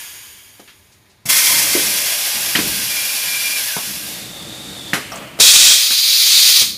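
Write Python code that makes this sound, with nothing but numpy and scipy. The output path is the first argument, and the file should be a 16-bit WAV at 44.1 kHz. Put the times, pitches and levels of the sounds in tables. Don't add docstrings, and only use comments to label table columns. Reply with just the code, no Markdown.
import sys
import numpy as np
from scipy import signal
from scipy.fft import rfft, irfft
from scipy.io import wavfile

SR = 44100
rng = np.random.default_rng(int(sys.argv[2]) if len(sys.argv) > 2 else 0)


def unload_wav(signal):
    wavfile.write(
        sys.argv[1],
        SR,
        np.round(np.clip(np.atleast_2d(signal).T, -1, 1) * 32767).astype(np.int16),
    )


N = 298557
TIME = np.arange(N) / SR
BIN_HZ = np.maximum(np.arange(N // 2 + 1) * SR / N, 1)
CUTOFF_HZ = 15550

# f/Hz, relative level/dB
VENT_COLOUR = [(300, -12), (600, -12), (1700, -7), (3500, -7.5), (8000, -10.5), (12000, 0.5), (14000, -9),
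               (15300, -5.0)]
SURGE_COLOUR = [(300, -15), (700, -22.5), (1300, -10.5), (2100, -2), (3000, -9.5), (5500, 0.5),
                (8000, -2.5), (11000, -2.5), (15300, -5)]
EXHAUST_COLOUR = [(400, -15), (700, -8.5), (1300, -13), (2300, -5), (5500, 1), (8000, -5.0), (11000, 1.5),
                  (15300, -6.5)]
FEED_COLOUR = [(500, -1), (1200, -6.5), (2500, -6.5), (4400, -2.5), (6000, -8.5), (8000, -7.5),
               (11500, -13.5), (14000, -17), (15300, -18)]
ROAR_COLOUR = [(150, -39), (500, -27.5), (1300, -16), (2400, -12.5), (3700, 0.5), (7000, -3.5), (9500, -7),
               (11500, -13), (15300, -12)]
SILENCER_COLOUR = [(150, -48), (300, -42), (600, -27), (1300, -26), (2400, -5.5), (4300, 0), (6500, -3.5),
                   (8000, -14), (12000, -9.5), (15300, -9)]
# f/Hz, width/Hz, height/dB
VENT_PEAKS = [(920, 40, 6.5), (1040, 40, 11.5), (1310, 40, -4.5), (1675, 140, 9), (2300, 560, 7.5),
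              (3220, 1000, 9.5), (4700, 190, 9.5), (5140, 350, 5.5), (5740, 90, 3), (6710, 1200, 13),
              (9470, 670, 10)]
SURGE_PEAKS = [(583, 38, 9.3), (714, 73, 7.9), (930, 60, 8.7), (1030, 54, 6.4), (1140, 120, 3.5),
               (1540, 45, 6.3), (2100, 150, 2), (2400, 650, 5.4), (3260, 340, 8.6), (4400, 1100, 3.3),
               (9840, 400, 2.2), (10900, 1200, 3.7)]
EXHAUST_PEAKS = [(1040, 29, 8), (1240, 110, -0.5), (1436, 97, 3.5), (1606, 170, 7.5), (2460, 1420, 6.0),
                 (3100, 75, -5.5), (3410, 230, 3), (3810, 39, -3), (4800, 370, 1.5), (5620, 94, 1.5),
                 (7520, 110, 6.5), (9650, 130, 3), (9740, 30, 0.5)]
FEED_PEAKS = [(630, 220, -1.5), (1080, 290, -9), (5170, 1200, -2), (8050, 400, -0.5), (11300, 400, 4)]
ROAR_PEAKS = [(684, 64, 1), (860, 240, -5.5), (1070, 67, -4), (1920, 45, 5), (2184, 39, 7),
              (2496, 230, 10.5), (2900, 83, -5), (3220, 70, 6), (3410, 70, 4), (3940, 290, 3),
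              (4120, 58, -11), (6900, 79, 1), (7380, 29, 6.5)]
SILENCER_PEAKS = [(510, 85, 7.5), (860, 77, -5.5), (905, 80, 3.5), (1270, 240, 8.0), (2870, 410, -6),
                  (3900, 1400, 3), (4840, 39, 7), (5800, 170, -3.5), (6760, 70, 4.5), (7370, 64, -10),
                  (7400, 40, 1), (9070, 1100, 7), (10500, 89, 4.5)]
# f/Hz, relative level/dB
ROOM_COLOUR = [(15, -44), (25, -12), (101, 6), (313, -14.5), (388, -5), (432, -9), (580, -13.5), (868, -10),
               (1330, -14.5), (2350, -10.5), (2990, -21), (3710, -12), (15400, -42)]
RUMBLE_COLOUR = [(35, -22), (70, -4.5), (110, 2.5), (145, 3), (210, 4), (270, 2), (350, -5), (550, -17)]
GRIND_COLOUR = [(300, -14), (480, -4), (670, 2), (880, -6), (1150, -1.5), (2500, -22.5)]
RATTLE_COLOUR = [(200, 9.5), (900, 5.5), (2200, 2), (5000, 0), (8000, -3), (12000, -3), (15400, -16)]
# start/s, end/s, rumble/dB, grinding/dB
RUMBLE_SPELLS = [(1.25, 1.31, -42, -39), (1.477, 1.895, -35, -35.5), (1.99, 2.27, -51, -41),
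                 (2.337, 2.52, -38, -41.5), (2.55, 2.7, -28, -46), (2.8, 3.6, -45.5, -50),
                 (3.85, 4.42, -37, -47.5), (4.394, 4.916, -35.5, -47), (5.043, 5.35, -38.5, -45),
                 (5.108, 5.154, -36, -33), (5.355, 5.705, -62, -41), (6.59, 6.75, -39.5, -52)]
# t/s, thud/dB, thud f/Hz, clack/dB, clack
# f/Hz, clack t60/s, rattle/dB, rattle t60/s
KNOCKS = [(0.596, -33, 300, -29.5, 493, 0.018, -39.5, 0.1), (1.255, -18, 130, -32, 890, 0.018, -38, 0.11),
          (1.751, -5, 349, -11, 2030, 0.024, -37, 0.091), (2.552, -14.5, 189, -2.5, 1900, 0.018, -27, 0.54),
          (2.556, -25, 313, 2.5, 3030, 0.014, -31, 0.38), (2.589, -9.5, 312, -12, 2450, .03, -36, .1),
          (3.7656, -16, 192.5, -1, 900, 0.0031, -25, 0.081),
          (4.9329, -10.5, 197, 6, 1800, 0.0075, -16.5, 0.27),
          (5.119, -24, 747, -19, 1300, 0.014, -27.5, 0.028),
          (5.389, -24, 197, -22, 695, 0.018, -22.5, 0.11), (5.4, -15.5, 440, -12, 680, 0.025, -20.5, 0.092),
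          (5.907, -27, 224, -13.5, 1550, 0.018, -30, 0.069),
          (6.613, -21.5, 97.6, -34, 1480, .012, -26, 0.13)]
# t/s, level/dB, f/Hz, relative width, t60/s
TICKS = [(0.675, -40, 2200, 0.7, 0.25), (0.697, -48, 2700, .55, 0.13), (0.92, -49, 4500, .7, 0.19),
         (1.056, -57, 2200, .3, .2), (1.097, -52, 3600, 0.98, 0.23), (5.118, -25, 5600, 0.06, 0.062),
         (5.156, -23.5, 7200, 0.21, 0.04), (5.174, -25, 7500, 0.15, 0.026)]
# t/s, f/Hz, level/dB
CHAMBER_TONE = [(1.35, 995, -60), (1.43, 1015, -41), (1.6, 934, -35), (1.7, 704, -66), (1.9, 450, -47),
                (2.05, 582, -43), (2.27, 749, -40.5), (2.5, 892, -49), (2.56, 884, -62)]
PORT_WHISTLE = [(2.88, 2420, -53), (2.91, 2385, -33), (3.17, 2380, -32), (3.35, 2377, -23.5),
                (3.57, 2390, -24), (3.61, 2160, -33), (3.68, 1790, -35.5), (3.75, 1516, -33),
                (3.8, 1430, -53)]
FEED_WHISTLE = [(4.05, 3700, -39.5), (4.2, 3690, -39.5), (4.42, 3560, -37), (4.68, 3680, -38.5),
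                (4.92, 3500, -33.5), (4.96, 3520, -55)]
RETURN_WHISTLE = [(4.96, 2092, -55), (5.02, 2240, -35), (5.09, 2544, -36.5), (5.24, 2540, -39),
                  (5.39, 2470, -43.5)]
SILENCER_WHISTLE = [(5.8, 4254, -40), (5.95, 4340, -20.5), (6.13, 4425, -16.5), (6.25, 4400, -23),
                    (6.38, 4160, -13), (6.6, 4390, -42), (6.68, 4470, -32), (6.77, 4180, -31)]
# start/s, rise/s, end/s, level/dB, fall/(dB/s)
GUSTS = [(5.397, 0.0068, 5.728, -5.5, 103), (6.24, 0.066, 6.506, -14, 94), (6.606, .008, 6.62, -18, 234)]


def from_db(db):
    return 10 ** (np.asarray(db) / 20)


def unit_rms(x):
    return x / np.sqrt(np.mean(x ** 2) + 1e-20)


def since(start_s):
    return np.maximum(TIME - start_s, 0)


def flow(start_s, rise_s, end_s, fall_db_per_s):
    return np.clip((TIME - start_s) / rise_s, 0, 1) * from_db(-fall_db_per_s * since(end_s))


def struck(start_s, t60, rise_s=0.0008):
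    age = since(start_s)
    return (1 - np.exp(-age / rise_s)) * from_db(-60 * np.minimum(age / t60, 3))


def band(x, low_hz, high_hz):
    sos = signal.butter(2, [low_hz, min(high_hz, 0.45 * SR)], "band", fs=SR, output="sos")
    return signal.sosfilt(sos, x)


def drift(rate_hz):
    return unit_rms(irfft(rfft(rng.standard_normal(N)) / (1 + (BIN_HZ / rate_hz) ** 4), N))


def reflections(share, decay_s=0.011, echoes_per_s=3000):
    arrives = (rng.random(N) < echoes_per_s / SR) * (TIME > 0.003)
    echoes = rng.standard_normal(N) * arrives * np.exp(-TIME / decay_s)
    return np.abs(1 + share * rfft(echoes) / np.sqrt(np.sum(echoes ** 2)))


def noise(colour, peaks=(), echo=0.5):
    hz, level_db = np.transpose(colour)
    shape_db = np.interp(np.log(BIN_HZ), np.log(hz), level_db)
    shape_db -= 12 * np.maximum(np.log2(hz[0] / BIN_HZ), 0)
    for centre_hz, width_hz, height_db in peaks:
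        shape_db += height_db / (1 + (2 * (BIN_HZ - centre_hz) / width_hz) ** 2)
    spectrum = rfft(rng.standard_normal(N)) * from_db(shape_db)
    return unit_rms(irfft(spectrum * reflections(echo) * (BIN_HZ < CUTOFF_HZ), N))


def jet(air, gain, band_hz, flutter_db):
    low_hz, high_hz = band_hz
    in_band = irfft(rfft(air) * (BIN_HZ > low_hz) * (BIN_HZ < high_hz), N)
    return air / np.std(in_band) * gain * from_db(flutter_db * drift(26))


def vent(level_db=-33, fall_db_per_s=27):
    gain = from_db(level_db - fall_db_per_s * TIME)
    return jet(noise(VENT_COLOUR, VENT_PEAKS), gain, band_hz=(4200, 16000), flutter_db=0.1)


def workshop(level_db=-55.5):
    return from_db(level_db) * noise(ROOM_COLOUR, echo=0.37)


def rumble_and_grind(idle_rumble_db=-61, idle_grind_db=-70):
    shake, rub = from_db(idle_rumble_db), from_db(idle_grind_db)
    for start, end, rumble_db, grind_db in RUMBLE_SPELLS:
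        envelope = flow(start, rise_s=0.023, end_s=end, fall_db_per_s=63)
        shake = np.hypot(shake, from_db(rumble_db) * envelope)
        rub = np.hypot(rub, from_db(grind_db) * envelope)
    rumble = band(noise(RUMBLE_COLOUR, echo=1.0), 25, 640) * shake * from_db(0.72 * drift(11))
    grind = noise(GRIND_COLOUR, echo=0.59) * rub * from_db(0.4 * drift(30))
    return rumble + grind


def knocks(thud_t60=0.038, boom_db=-17, boom_t60=0.37, clatter_t60=0.22):
    out = np.zeros(N)
    rattle, white = noise(RATTLE_COLOUR, echo=1.0), rng.standard_normal(N)
    for start, thud_db, thud_hz, clack_db, clack_hz, clack_t60, rattle_db, rattle_t60 in KNOCKS:
        phase_per_hz = 2 * np.pi * (TIME - start)
        thud = np.sin(phase_per_hz * thud_hz) * struck(start, thud_t60)
        body = unit_rms(band(white, thud_hz / 1.5, thud_hz * 1.5))
        boom = body * struck(start, boom_t60, rise_s=0.0029)
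        clack = np.sin(phase_per_hz * clack_hz) * struck(start, clack_t60, rise_s=0.0006)
        clatter = unit_rms(band(white, clack_hz * 0.57, clack_hz * 1.5)) * struck(start, clatter_t60)
        clatter_gain = from_db(-17.5) * np.sqrt(clack_t60 / 0.016)
        out += from_db(thud_db) * (thud + from_db(boom_db) * boom)
        out += from_db(clack_db) * (clack + clatter_gain * clatter)
        out += from_db(rattle_db) * rattle * struck(start, rattle_t60)
    return band(out, 120, CUTOFF_HZ)


def ticks():
    white, out = rng.standard_normal(N), np.zeros(N)
    for start, level_db, hz, width, t60 in TICKS:
        ringing = unit_rms(band(white, hz / (1 + width), hz * (1 + width)))
        out += from_db(level_db) * ringing * struck(start, t60, rise_s=0.0028)
    return out


def exhaust(crack_s=1.254, open_s=1.282, piston_slows_s=3.615, choke_s=4.145, choke_db_per_s=50):
    crack = from_db(-27.5) * flow(crack_s, rise_s=0.0062, end_s=crack_s, fall_db_per_s=15)
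    surge = from_db(-12.5) * flow(open_s, rise_s=0.019, end_s=open_s, fall_db_per_s=15)
    surge *= from_db(np.exp(-since(open_s) / 0.04))
    push = from_db(-21.5) * flow(open_s, rise_s=0.019, end_s=piston_slows_s, fall_db_per_s=17.5)
    push *= from_db(-choke_db_per_s * since(choke_s))
    surge_air = noise(SURGE_COLOUR, SURGE_PEAKS, echo=0.65)
    bite = jet(surge_air, np.maximum(crack, surge), band_hz=(5300, 15700), flutter_db=1.06)
    piston_air = noise(EXHAUST_COLOUR, EXHAUST_PEAKS, echo=0.58)
    return bite + jet(piston_air, push, band_hz=(4760, 15700), flutter_db=0.58)


def whistle(curve, width_hz):
    times, pitches, levels = np.transpose(curve)
    phase = 2 * np.pi * np.cumsum(np.interp(TIME, times, pitches)) / SR
    tone = unit_rms(drift(width_hz / 2) * np.cos(phase) + drift(width_hz / 2) * np.sin(phase))
    sounding = (TIME > times[0]) * (TIME < times[-1])
    return tone * from_db(np.interp(TIME, times, levels)) * sounding


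def whistles():
    return (whistle(PORT_WHISTLE, width_hz=66) + whistle(FEED_WHISTLE, width_hz=380)
            + whistle(RETURN_WHISTLE, width_hz=1760) + whistle(CHAMBER_TONE, width_hz=180)
            + whistle(SILENCER_WHISTLE, width_hz=1270))


def feed(level_db=-37.5):
    gain = from_db(level_db) * flow(start_s=4.02, rise_s=0.11, end_s=5.03, fall_db_per_s=37)
    return jet(noise(FEED_COLOUR, FEED_PEAKS, echo=0.29), gain, band_hz=(3900, 13000), flutter_db=0.5)


def blast(silencer_s=5.71, shut_s=6.6, sag_db_per_s=7, swell_db_per_s=5):
    gusts = sum(from_db(level_db - sag_db_per_s * since(start)) * flow(start, rise, end, fall)
                for start, rise, end, level_db, fall in GUSTS)
    swell = from_db(-15.5 + swell_db_per_s * since(silencer_s))
    swell *= flow(silencer_s, rise_s=0.092, end_s=shut_s, fall_db_per_s=142)
    roar = jet(noise(ROAR_COLOUR, ROAR_PEAKS, echo=0.42), gusts, band_hz=(3200, 16200), flutter_db=0.5)
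    silencer_air = noise(SILENCER_COLOUR, SILENCER_PEAKS, echo=0.48)
    return roar + jet(silencer_air, swell, band_hz=(3700, 16200), flutter_db=1.0)


def scene():
    air = vent() + exhaust() + feed() + blast()
    return np.tile(air + whistles() + rumble_and_grind() + knocks() + ticks() + workshop(), (2, 1))


def record(dry, ceiling=0.96):
    clipped = np.clip(dry, -ceiling, ceiling)
    return irfft(rfft(clipped) / (1 + (BIN_HZ / CUTOFF_HZ) ** 200), N)


dry = scene()
out = record(dry)
unload_wav(out)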